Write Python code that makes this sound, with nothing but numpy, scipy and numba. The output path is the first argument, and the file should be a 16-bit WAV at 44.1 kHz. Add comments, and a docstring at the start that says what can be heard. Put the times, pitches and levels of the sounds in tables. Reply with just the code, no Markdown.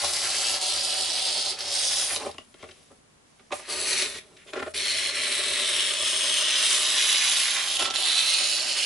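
"""Half-open scissors are pushed through thin paper lying on a table, in four strokes with stalls and pauses.
The cut is a dense rasp: thousands of random clicks, the snapping fibres, ring the paper and the table top.
Separate snaps and knocks also ring the blades; short drags of blade or paper swell and fade.
Roll, hand, ruler and sheet send back slightly delayed copies, and the walls a short noise tail.
Underneath lies a faint, slightly wavering hush made of filtered noise."""
import sys
import numpy as np
from scipy import signal
from scipy.fft import rfft, irfft
from scipy.io import wavfile
from scipy.ndimage import uniform_filter1d, map_coordinates
from numba import njit

SR = 44100
rng = np.random.default_rng(int(sys.argv[2]) if len(sys.argv) > 2 else 0)


def to_wav(s):
    """Save 16-bit WAV."""
    ch = np.atleast_2d(s).T  # columns
    pcm = np.round(np.clip(ch, -1, 1) * 32767)  # PCM
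    wavfile.write(sys.argv[1], SR, pcm.astype(np.int16))


N = 390285  # length of the sound [samples]


def undb(db):
    """Turn decibels into a gain."""
    return 10 ** (np.asarray(db) / 20)


def level(x, db):
    """Scale a sound to an average (rms) level in dB."""
    return x * undb(db) / np.sqrt(np.mean(x ** 2))


def columns(rows):
    """Draw each column of a table out to one value per sample; the first column is time."""
    time_s, *values = np.transpose(rows)
    return [np.interp(np.arange(N) / SR, time_s, v) for v in values]


@njit
def moving_filter(x, hz, width_hz):
    """Band-pass filter (state-variable) whose centre and width may move; gain 1 at the centre."""
    y, band_state, low_state = np.empty(len(x)), 0., 0.
    for i in range(len(x)):
        g = np.tan(np.pi * hz[i] / SR)
        damping = width_hz[i] / hz[i]
        v = (band_state + g * (x[i] - low_state)) / (1 + g * (g + damping))
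        band_state = 2 * v - band_state
        low_state = low_state + 2 * g * v
        y[i] = damping * v
    return y


def band(x, hz, width_hz):
    """Keep the pitches around a fixed or moving centre."""
    one = np.ones(len(x))
    # the tiny offset keeps the filter away from extremely small, slow numbers
    return moving_filter(x + 1e-18, np.clip(hz * one, 20, SR / 3), width_hz * one)


def walk(rate):
    """Random values, each held for 1 / rate seconds and smoothed twice; spread near 1."""
    hold = int(SR / rate)
    steps = np.repeat(rng.standard_normal(N // hold + 1), hold)
    return 1.18 * uniform_filter1d(uniform_filter1d(steps, hold), hold)[:N]


# colour of the hush, only its shape counts: (frequency [Hz], level [dB per Hz])
HUSH_COLOUR = [(15, -34), (25, -0.5), (254, 1), (336, -6), (381, -3), (884, -8.5), (954, -8.5), (4000, -16),
               (11000, -17), (14300, -46), (22000, -120)]


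def hush():
    """Hush of room and microphone: coloured noise that wavers a little; only the bass is shared by both ears."""
    hz = np.maximum(np.fft.rfftfreq(N, 1 / SR), 1)
    colour_hz, colour_db = np.transpose(HUSH_COLOUR)
    gain = undb(np.interp(np.log(hz), np.log(colour_hz), colour_db))
    mid, side = rfft(rng.standard_normal((2, N)))
    apart = np.clip(hz / 300, .3, 1.1)  # the ears differ more towards the treble
    noise = irfft(gain * np.array([mid + apart * side, mid - apart * side]), N)
    return level(noise, -59) * undb(0.19 * walk(0.74))


ROOM_DB, ROOM_T60_S = -4.5, 0.17  # tail level, and the time the tail takes to fall by 60 dB


def room(x):
    """Wall echoes: a short noise tail, different at each ear, turning into another as the blades change place."""
    t = np.arange(8000) / SR
    tails = rng.standard_normal((2, 2, 8000)) * undb(-60 * t / ROOM_T60_S) * (t > .002)
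    tails = level(tails, ROOM_DB) / np.sqrt(8000)
    turn = 2.513 * np.arange(N) / SR  # turning angle [radians]
    thin = (x - band(x, 160, 420)) * np.array([np.cos(turn), np.sin(turn)])
    return signal.fftconvolve(thin[None], tails, axes=2).sum(axis=1)[:, :N]


def late(x, ms, order):
    """The sound read back through a moving delay."""
    return map_coordinates(x, [np.arange(N) - ms * SR / 1000], order=order)


SCATTER_DB = -8


def scatter(x):
    """Echoes off hand, ruler and curled paper: wandering delays that lengthen as the blades move, three per ear."""
    stretch = 1 + 0.04555 * np.arange(N) / SR
    paths_ms = [(0.34 + 2.5 * rng.random()) * stretch + 0.1535 * walk(2.7) for _ in range(6)]
    thin = x - band(x, 1170, 5000)
    # every other echo is turned upside down
    ears = [sum((-1) ** k * late(thin, ms, order=2) for k, ms in enumerate(paths_ms[ear::2]))
            for ear in range(2)]
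    return undb(SCATTER_DB) * np.array(ears)


def echo(x, paths):
    """Reflections that fade in, change length steadily and fade out."""
    out = np.zeros(N)
    for start, end, first_ms, last_ms, share in paths:
        i = np.arange(max(int(start * SR), 0), min(int(end * SR), N))
        progress = (i / SR - start) / (end - start)
        lag = (first_ms + (last_ms - first_ms) * progress) * SR / 1000
        fade = np.sqrt(np.sin(np.pi * progress).clip(0))
        out[i] += share * fade * map_coordinates(x, [i - lag], order=3)
    return out


# echo paths off small surfaces near the blades, such as roll, hand and ruler, that come, change length and go:
# (start [s], end [s], first delay [ms], last delay [ms], greatest share before BOUNCE_DB, negative if inverted)
BOUNCE_PATHS = [(0.0, 0.7, .555, .541, -.15), (.2, 1.4, 1.7, 2.7, .08), (3.6, 4.3, .545, .636, -.17),
                (4.6, 5.3, .925, .953, .25), (4.6, 5.7, .745, .921, -.13), (4.6, 6.2, .72, .624, .1),
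                (4.8, 5.5, 1.105, 1.154, -.15), (4.8, 7.0, .795, .927, -.22), (5.0, 7.2, .895, 1.489, .09),
                (5.2, 6.3, .465, .586, .19), (5.4, 7.6, .815, 1.123, .15), (5.6, 6.3, .72, .783, .19),
                (5.6, 7.8, 1.97, 2.52, .12), (5.8, 8.0, 1.135, 1.267, .1), (6.6, 8.8, .52, .432, .13),
                (6.8, 7.9, .915, .86, -.17), (7.4, 8.1, .59, .562, .22), (7.6, 8.3, .655, .718, .19),
                (8.2, 9.3, .94, .896, .15)]
BOUNCE_DB = 4


def bounces(x):
    """Small surfaces near the blades return mainly the treble."""
    bright = signal.sosfiltfilt(signal.butter(2, 3300, "high", fs=SR, output="sos"), x)
    return undb(BOUNCE_DB) * echo(bright, BOUNCE_PATHS)


# ways the table top and ruler vibrate: (frequency [Hz], width [Hz], level [dB])
TABLE_MODES = [(84, 9.3, -13.5), (158, 30, -14.5), (217, 34, -11.5), (251, 33, -6.5), (385.5, 39, -3),
               (450, 24, -7.5), (580, 48, 3), (651, 53, 0), (757, 66, 0), (1070, 104, 1.5), (1206, 69, -1),
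               (1348, 57, -3)]
# how strongly the blades drive table and sheet from where they press:
# (time [s], level under 200 Hz [dB], 200-500 Hz [dB], 500-700 Hz [dB], 700-900 Hz [dB],
#  900-1300 Hz [dB], over 1300 Hz [dB], sheet level [dB])
REACH_LEVELS = [(0, 4, -1, 2, 5.5, 2, 2.5, 7), (1.55, 0.5, -1.5, -0.5, 5, -8, 0, -1.5),
                (1.95, 2.5, -6, -1.5, 2.5, -3, -22, 4.5), (2.26, 3, 6, -0.5, 6, -2.5, -8, 5),
                (2.35, 10, 8, -0.5, -5, -5, -4, 5), (2.7, 3, 3.5, -2, -5, -9.5, -7, -5),
                (3.5, 6, 7.5, 5.5, 7, 6.5, -5, 9), (4.2, 6, 6.5, -0.5, -10, -6, -9, 3.5),
                (4.6, 0, 5, 0.5, -5, -6, 4, -11), (4.9, -1, 0.5, -1.5, -11, -9, -8, 0),
                (5.3, 0, 4.5, 3, -13, -1, -4, 0), (6.2, 0, -1, 1, -11, 1.5, -2, 1),
                (6.8, -1, 0, 0, -5.5, 4.3, 6, -3), (7.6, -8, -8.5, -6, -3, 1.3, -16, 10),
                (7.84, 3, -2, -2.5, 2, -2, 8.5, -3), (8.05, -3, -2, -5.5, 3.5, 0, 5, 5),
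                (8.3, -3, -6.5, -3, -2, 0, 4, 6), (8.85, -5, -4, 1, -1, -8, -16, 3.5)]


def table_top(push):
    """A force rings every table mode, more or less strongly depending on where the blades press."""
    reach_db = columns(REACH_LEVELS)
    out = np.zeros(N)
    for k, (hz, width_hz, db) in enumerate(TABLE_MODES):
        zone = np.searchsorted([200, 500, 700, 900, 1300], hz)
        gain = (-1) ** k * undb(db + reach_db[zone]) / np.sqrt(width_hz)
        out += gain * band(push, hz, width_hz)
    return out


CRACKLE_DB, TREBLE_DB_PER_OCTAVE = 4, 49  # unevenness of grains; extra treble for brighter bursts


def bursts(rows, shape, narrow):
    """Crackling bursts of a given shape: one force for the paper, one for the table."""
    paper, board, t = np.zeros(N), np.zeros(N), np.arange(7000) / SR
    for s, db, share_db, hz, span_s in rows:
        noise, size = rng.standard_normal((2, 7000))
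        # uneven grains; the first contact is one firm click
        grains = level(noise * undb(CRACKLE_DB * size), 0) + 2.3 * (t == 0)
        burst = grains * undb(db) * shape(t / max(span_s, .003))
        body = band(band(burst, hz, 0.84 * narrow * hz), hz, 3.2 * narrow * hz) / np.sqrt(narrow)
        treble = undb(TREBLE_DB_PER_OCTAVE * np.log2(hz / 4000)) * band(burst, 15400, 5000)
        i = int(s * SR)
        paper[i:i + 7000] += body + treble
        board[i:i + 7000] += burst * undb(share_db)
    return np.array([paper, board])


# short drags of blade or paper: (time [s], level [dB], table share [dB], colour [Hz], length [s])
DRAG_EVENTS = [(.03, -33.5, 3.5, 900, 0.021), (2.182, -39, 2.5, 900, 0.096), (2.288, -40, 3, 700, 0.011),
               (2.388, -50, -13, 3000, 0.026), (2.55, -52, -17, 2000, 0.092), (2.585, -45, -9, 2700, 0.079),
               (2.63, -50, -6, 2500, 0.11), (2.708, -39.5, -20, 3200, 0.013), (2.72, -54, -10, 2500, 0.13),
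               (2.9, -51.5, 2, 1200, 0.028), (3.504, -42, -3, 1500, 0.0094),
               (3.516, -23.5, -9.5, 2200, 0.02), (4.2, -58, -3, 3000, 0.11), (4.28, -58, 1.5, 3500, 0.09),
               (4.36, -45.5, -25, 2270, 0.089), (4.364, -41, -25, 3000, .014),
               (4.465, -39, -12, 2710, 0.048), (4.527, -31.5, -0.5, 1980, 0.023),
               (4.55, -26, -5, 1900, 0.041), (4.59, -23, -9, 1980, 0.019), (4.617, -29, 2.5, 1600, 0.01),
               (4.655, -29.5, -2.5, 1700, 0.033), (7.8, -26, -3.5, 1350, 0.034),
               (7.84, -17, -18, 3500, 0.03), (7.868, -23, -9.5, 3420, 0.025)]


def drags():
    """Rubbing: each burst of grains swells and fades."""
    return bursts(DRAG_EVENTS, lambda u: np.sqrt(np.sin(np.pi * np.minimum(u, 1)).clip(0)), narrow=0.74)


# sharp snaps and knocks:
# (time [s], level [dB], table share [dB], colour [Hz], time to fall by 60 dB [s])
SNAP_EVENTS = [(0.0465, -15, -23, 3630, 0.071), (0.0615, -13, -15, 4000, 0.017),
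               (1.5883, -18.5, -38, 4900, 0.018), (1.606, -16, -27, 4500, 0.033),
               (2.1615, -9, -16.5, 4340, 0.02), (2.168, -19, -13, 4300, .015),
               (2.1745, -18, -24, 4400, 0.0073), (2.2605, -27.5, 4, 2290, 0.059),
               (2.3134, -30, -20, 4620, 0.015), (2.3438, -36, -3, 2790, 0.031),
               (2.3827, -19.5, -12, 2460, 0.015), (2.5416, -35, -5.5, 2300, 0.024),
               (2.6274, -27, 0.5, 2340, 0.021), (2.6385, -30, 0, 1530, 0.027),
               (2.646, -33, -12, 1800, .012), (2.6888, -32.5, -6.5, 1750, 0.044),
               (3.3947, -41.5, -16, 1640, 0.063), (3.5231, -20, -18, 2560, 0.045),
               (3.5962, -29.5, -12, 2000, 0.032), (4.0214, -13, -22, 4050, 0.041),
               (4.061, -24, -25, 3500, .015), (4.1, -22, -25, 4500, .012), (4.152, -23, -23, 4200, .012),
               (4.4585, -46, -1, 1200, 0.028), (4.5345, -19, -16, 2200, 0.02),
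               (4.626, -15, -5, 1500, 0.024), (4.631, -19, -8, 1500, 0.025),
               (4.7445, -16.5, -32, 3000, 0.017), (4.7575, -18, -30, 2600, .015),
               (4.776, -15, -37, 3810, 0.031), (7.7932, -18, -9, 2870, 0.053),
               (7.824, -8.5, -19, 3360, 0.025), (7.902, -15.5, -11.5, 3760, 0.021),
               (7.908, -9, -29, 3940, 0.012), (7.9394, -31, -30, 3870, 0.028),
               (7.9535, -10, -16, 3500, 0.0077), (7.9597, -8, -30, 3770, 0.012),
               (7.9678, -13, -26, 3720, 0.01)]


def snaps():
    """Snapping and knocking: each burst of grains starts at once and dies away."""
    return bursts(SNAP_EVENTS, lambda u: undb(-60 * u), narrow=0.8)


# ringing of knocked scissor blades:
# (frequency [Hz], level [dB], decay by 60 dB [s], where values over 0.03 affect only the loudness)
BLADE_MODES = [(1770, -6, 0.063), (2150, -23, 0.11), (2820, -1, 0.038), (3900, 1, 0.011), (5200, -21, 0.11)]
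BLADES_DB = -12.5


def blades(knock):
    """A knock rings the steel at a few pitches; a narrower band rings longer."""
    out = np.zeros(N)
    for hz, db, t60_s in BLADE_MODES:
        width_hz = np.log(1000) / np.pi / min(t60_s, .03)
        out += undb(db + BLADES_DB) * np.sqrt(t60_s * hz) * band(knock, hz, width_hz)
    return out / np.sqrt(10)


DEEP_CUT = 0.53  # share of the deepest table sound taken out of all snaps and drags


def handling():
    """Snaps and drags sound in the paper and ring the table; the snaps also ring the blades."""
    sharp = snaps()
    paper, board = sharp + drags()
    push = board - DEEP_CUT * band(board, 74, 90)
    return paper + blades(sharp[0]) + undb(34.0) * table_top(push)


# strokes of the blades with the faint rustle of the sheet around them, one list for each:
# (time [s], rasp level [dB], treble level over rasp [dB])
STROKE_LEVELS = [
    [(0.0, -32, 2.5), (0.1, -32.5, 5), (0.35, -31, 0.5), (0.55, -28, 0), (0.64, -27, -1.5),
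     (0.8, -26.5, -2.5), (1.0, -27.5, -1.5), (1.15, -28.5, -2.5), (1.3, -27, -3.5), (1.5, -28.5, -3.5),
     (1.63, -33, -7), (1.75, -26.5, -2), (2.02, -25, 0), (2.15, -36, 8.5), (2.18, -43.5, 2),
     (2.276, -47, 3.5), (2.33, -61, 5), (2.48, -72, 10), (2.75, -66.5, 8), (2.95, -74, 9), (3.05, -86, 6)],
    [(3.2, -90, 3), (3.29, -76, 11), (3.33, -77, 5), (3.5, -76, 7), (3.54, -53, 17), (3.646, -55.5, 3),
     (3.674, -50, 8), (3.684, -41, 0), (3.7, -33, 3.5), (3.854, -33, 5), (3.89, -30, 5), (4.02, -29.5, 0.5),
     (4.108, -44, 5), (4.188, -42.5, -2), (4.2, -59, 1), (4.3, -69.5, 7.5), (4.72, -60, 11.5)],
    [(4.738, -40, -5), (4.755, -34.5, 6), (4.8, -29.5, -3.5), (5.05, -29.5, -1.5), (5.4, -28, -1),
     (5.84, -23, -4), (6.13, -24.5, -1), (6.55, -22.5, -7), (6.6, -20.5, -3.5), (6.72, -22, 1),
     (6.85, -25, -2.5), (7.03, -23, -2.5), (7.15, -23.5, -3.5), (7.43, -26.5, -0.5), (7.61, -30, -2.5),
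     (7.75, -27.5, -3.5)],
    [(7.8, -21, -7), (7.97, -27, -5.5), (8.07, -21, -5.5), (8.18, -21, -6), (8.29, -22, -4),
     (8.45, -24.5, -3.5), (8.62, -27, -8), (8.85, -28, -1)],
]
# the blades catch, slow down and break free: (release time [s], rasp drop [dB], slowing time [s])
STALL_EVENTS = [(0.6, 9.5, 0.043), (1.574, 13, 0.075), (5.13, 8.5, 0.052), (5.99, 5, 0.21),
                (7.785, 12, 0.021), (7.897, 16, 0.097), (7.933, 14, 0.017), (8.258, 3.5, 0.052),
                (8.754, 3.5, 0.043)]
FREE_SHARE, STALL_DULL = 0.43, 0.14  # recovery time over slowing time; extra treble loss per dB of drop
WAVER_DB = 0.44
DRUM_UNDER_DB, DRUM_TOP_DB, DRUM_KNEE_DB = -3, -41, 4  # drumming follows a faint rasp, then levels off


def effort():
    """Rasp, treble and table levels in dB: the strokes, dented by the stalls; nearly silent before the
    second and third strokes, while the last push follows on without a gap."""
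    one, two, three, four = STROKE_LEVELS
    rows = []
    for part in (one, two, three + four):
        rows += [(part[0][0] - 1e-3, -90, 0), *part, (part[-1][0] + 1e-3, -90, 0)]
    rasp_db, treble_db = columns(rows)
    t = np.arange(N) / SR
    drop_db = sum(np.interp(t, [s - slow_s, s, s + FREE_SHARE * slow_s], [0, db, 0])
                  for s, db, slow_s in STALL_EVENTS)
    rasp_db = rasp_db - drop_db + WAVER_DB * walk(16)
    follow_db = rasp_db + DRUM_UNDER_DB
    # a soft choice of the lower of two levels
    drum_db = -DRUM_KNEE_DB * np.logaddexp(-follow_db / DRUM_KNEE_DB, -DRUM_TOP_DB / DRUM_KNEE_DB)
    return rasp_db, rasp_db + treble_db - STALL_DULL * drop_db, drum_db


def fibres(rate, spread_db, judder_db):
    """Dense snapping fibres (rate per second): mostly tiny clicks, a few large, in uneven clusters."""
    when, size, sign = rng.random((3, N))
    rarity = np.minimum(-np.log(1 - size), 6)
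    clicks = (when < rate / SR) * np.sign(sign - .5) * undb(spread_db * rarity)
    return level(clicks * undb(judder_db * walk(60)), 0)


def drumming(tear):
    """The tear shakes the table top and the loose sheet, with added grain of their own."""
    board = table_top(0.46 * tear + fibres(3000, 1.77, 1.8))
    sheet = band(tear + 6.1 * fibres(6000, 2.1, 2.95), 1980, 1400)
    return level(board, 0) + undb(columns(REACH_LEVELS)[-1]) * level(sheet, -1.2)


# the finest hiss also returns inverted from the sheet right by the blades:
# (start [s], end [s], first delay [ms], last delay [ms], greatest share, negative if inverted)
GLANCE_PATHS = [(0.1, 2.1, .32, .27, -.52), (3.5, 4.3, .45, .45, -.32), (4.7, 7.1, .285, .29, -.45),
                (6.8, 8.0, .33, .335, -.5), (7.7, 9.2, .55, .18, -.37)]


def fine_hiss(tear):
    """The smallest fibres hiss in the high treble, with a very short echo off the sheet."""
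    fine = tear + 0.65 * fibres(8000, 4.5, 0.25)
    hiss = band(band(fine, 12640, 8800), 9000, 20000)
    return level(hiss + echo(hiss, GLANCE_PATHS), 0)


# the slit paper rings in bands that move with the blades; frequencies are before small filter offsets:
# (time [s], main frequency [Hz], lower frequency [Hz], lower level over main [dB], upper level over main [dB])
PAPER_RINGS = [(0, 3930, 3000, -10, 1), (.4, 4630, 3100, -0.5, 1.5), (.8, 4700, 3200, -5.5, -6),
               (1.2, 4760, 3180, -2, -6), (1.6, 4770, 3440, -3.5, -4), (1.85, 5300, 3500, -3, -1),
               (2.05, 5430, 3530, -3.5, -5), (2.3, 3640, 2300, -6, -1), (3.55, 3500, 1980, 6, 8),
               (3.7, 4560, 2900, -5, -7), (4.0, 4140, 2240, 2.6, 0.5), (4.2, 3830, 2270, 0, -5),
               (4.75, 4000, 2310, -1.5, -4), (5.15, 3950, 2270, 0.5, -5.5), (5.55, 3770, 2150, -5.5, -12.5),
               (5.85, 3430, 2030, -7.5, -8.5), (6.1, 3330, 2110, -9, -4.5), (6.45, 3300, 1920, -10, -7),
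               (6.8, 3500, 2000, -9, -5), (7.2, 3510, 2000, -5, -2.5), (7.6, 3550, 2400, -3.5, -2.5),
               (7.85, 3200, 1620, -24, -6), (8.05, 3780, 2720, -9, -12), (8.35, 4220, 2740, -3, -7.5),
               (8.62, 4220, 2800, -3.5, -4), (8.85, 4600, 2800, 4.5, -1.5)]
# basic widths of two bands, scaled in each filter: (time [s], main width [Hz], lower width [Hz])
RING_WIDTHS = [(0, 1980, 1320), (2.3, 2060, 1140), (3.6, 1500, 1300), (4.75, 1800, 1270), (5.5, 1620, 1270),
               (6.2, 1280, 1300), (6.9, 1770, 1290), (7.6, 1860, 1310), (8.1, 1660, 1100), (8.6, 1340, 750),
               (8.85, 1700, 810)]
UPPER_HZ, UPPER_FOLLOWS = 5270, 0.13  # upper band and its share of the main shift


def paper_ring(tear):
    """Snapping fibres ring the slit paper in a main, a lower and an upper band."""
    main_hz, low_hz, low_db, up_db = columns(PAPER_RINGS)
    width_hz, low_width_hz = columns(RING_WIDTHS)
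    up_hz = UPPER_HZ + UPPER_FOLLOWS * (main_hz - main_hz.mean())
    ring = tear + fibres(8000, 4.26, 0.76)
    main = band(ring, main_hz - 0.28 * width_hz, 0.43 * width_hz)
    main = band(main, main_hz + 0.11 * width_hz, 0.5 * width_hz)
    lower = band(0.35 * ring + fibres(8000, 3.25, 1.0), low_hz - 0.1 * low_width_hz, 0.99 * low_width_hz)
    lower = band(lower, low_hz + 0.28 * low_width_hz, 1.5 * low_width_hz)
    upper = band(band(0.64 * ring + fibres(8000, 2.7, 1.0), up_hz, 2260), up_hz, 6000)
    return level(main, 0) - undb(low_db) * level(lower, 0) - undb(up_db) * level(upper, 0)


def cutting():
    """The tear rings paper and table; part of the grain is common to all, part their own."""
    rasp_db, hiss_db, drum_db = effort()
    tear = fibres(5000, 3.62, 0.95)
    rasp = undb(rasp_db - 2.5) * paper_ring(tear)
    hiss = undb(hiss_db) * fine_hiss(tear)
    drum = undb(drum_db) * drumming(tear)
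    return rasp + hiss + drum


# the blades travel across: (time [s], left minus right level [dB])
BLADE_PLACE = [(0.0, 1), (1.2, -1), (2.2, -0.5), (2.55, 3.5), (3.4, -4), (3.72, 1), (6.2, 0.4), (7.94, -3),
               (8.85, -2.5)]


def scene():
    """Cut and handling with their echoes, placed left to right over the hush."""
    pan_db = columns(BLADE_PLACE)[0]
    x = cutting() + handling()
    heard = x + bounces(x) + scatter(x) + room(x)
    return undb(-1.5) * heard * undb(np.array([pan_db, -pan_db]) / 2) + hush()


def record(dry):
    """The recorder steeply cuts everything above 10960 Hz."""
    return signal.sosfilt(signal.ellip(12, .3, 75, 10960, fs=SR, output="sos"), dry)


dry = scene()
out = record(dry)
to_wav(out)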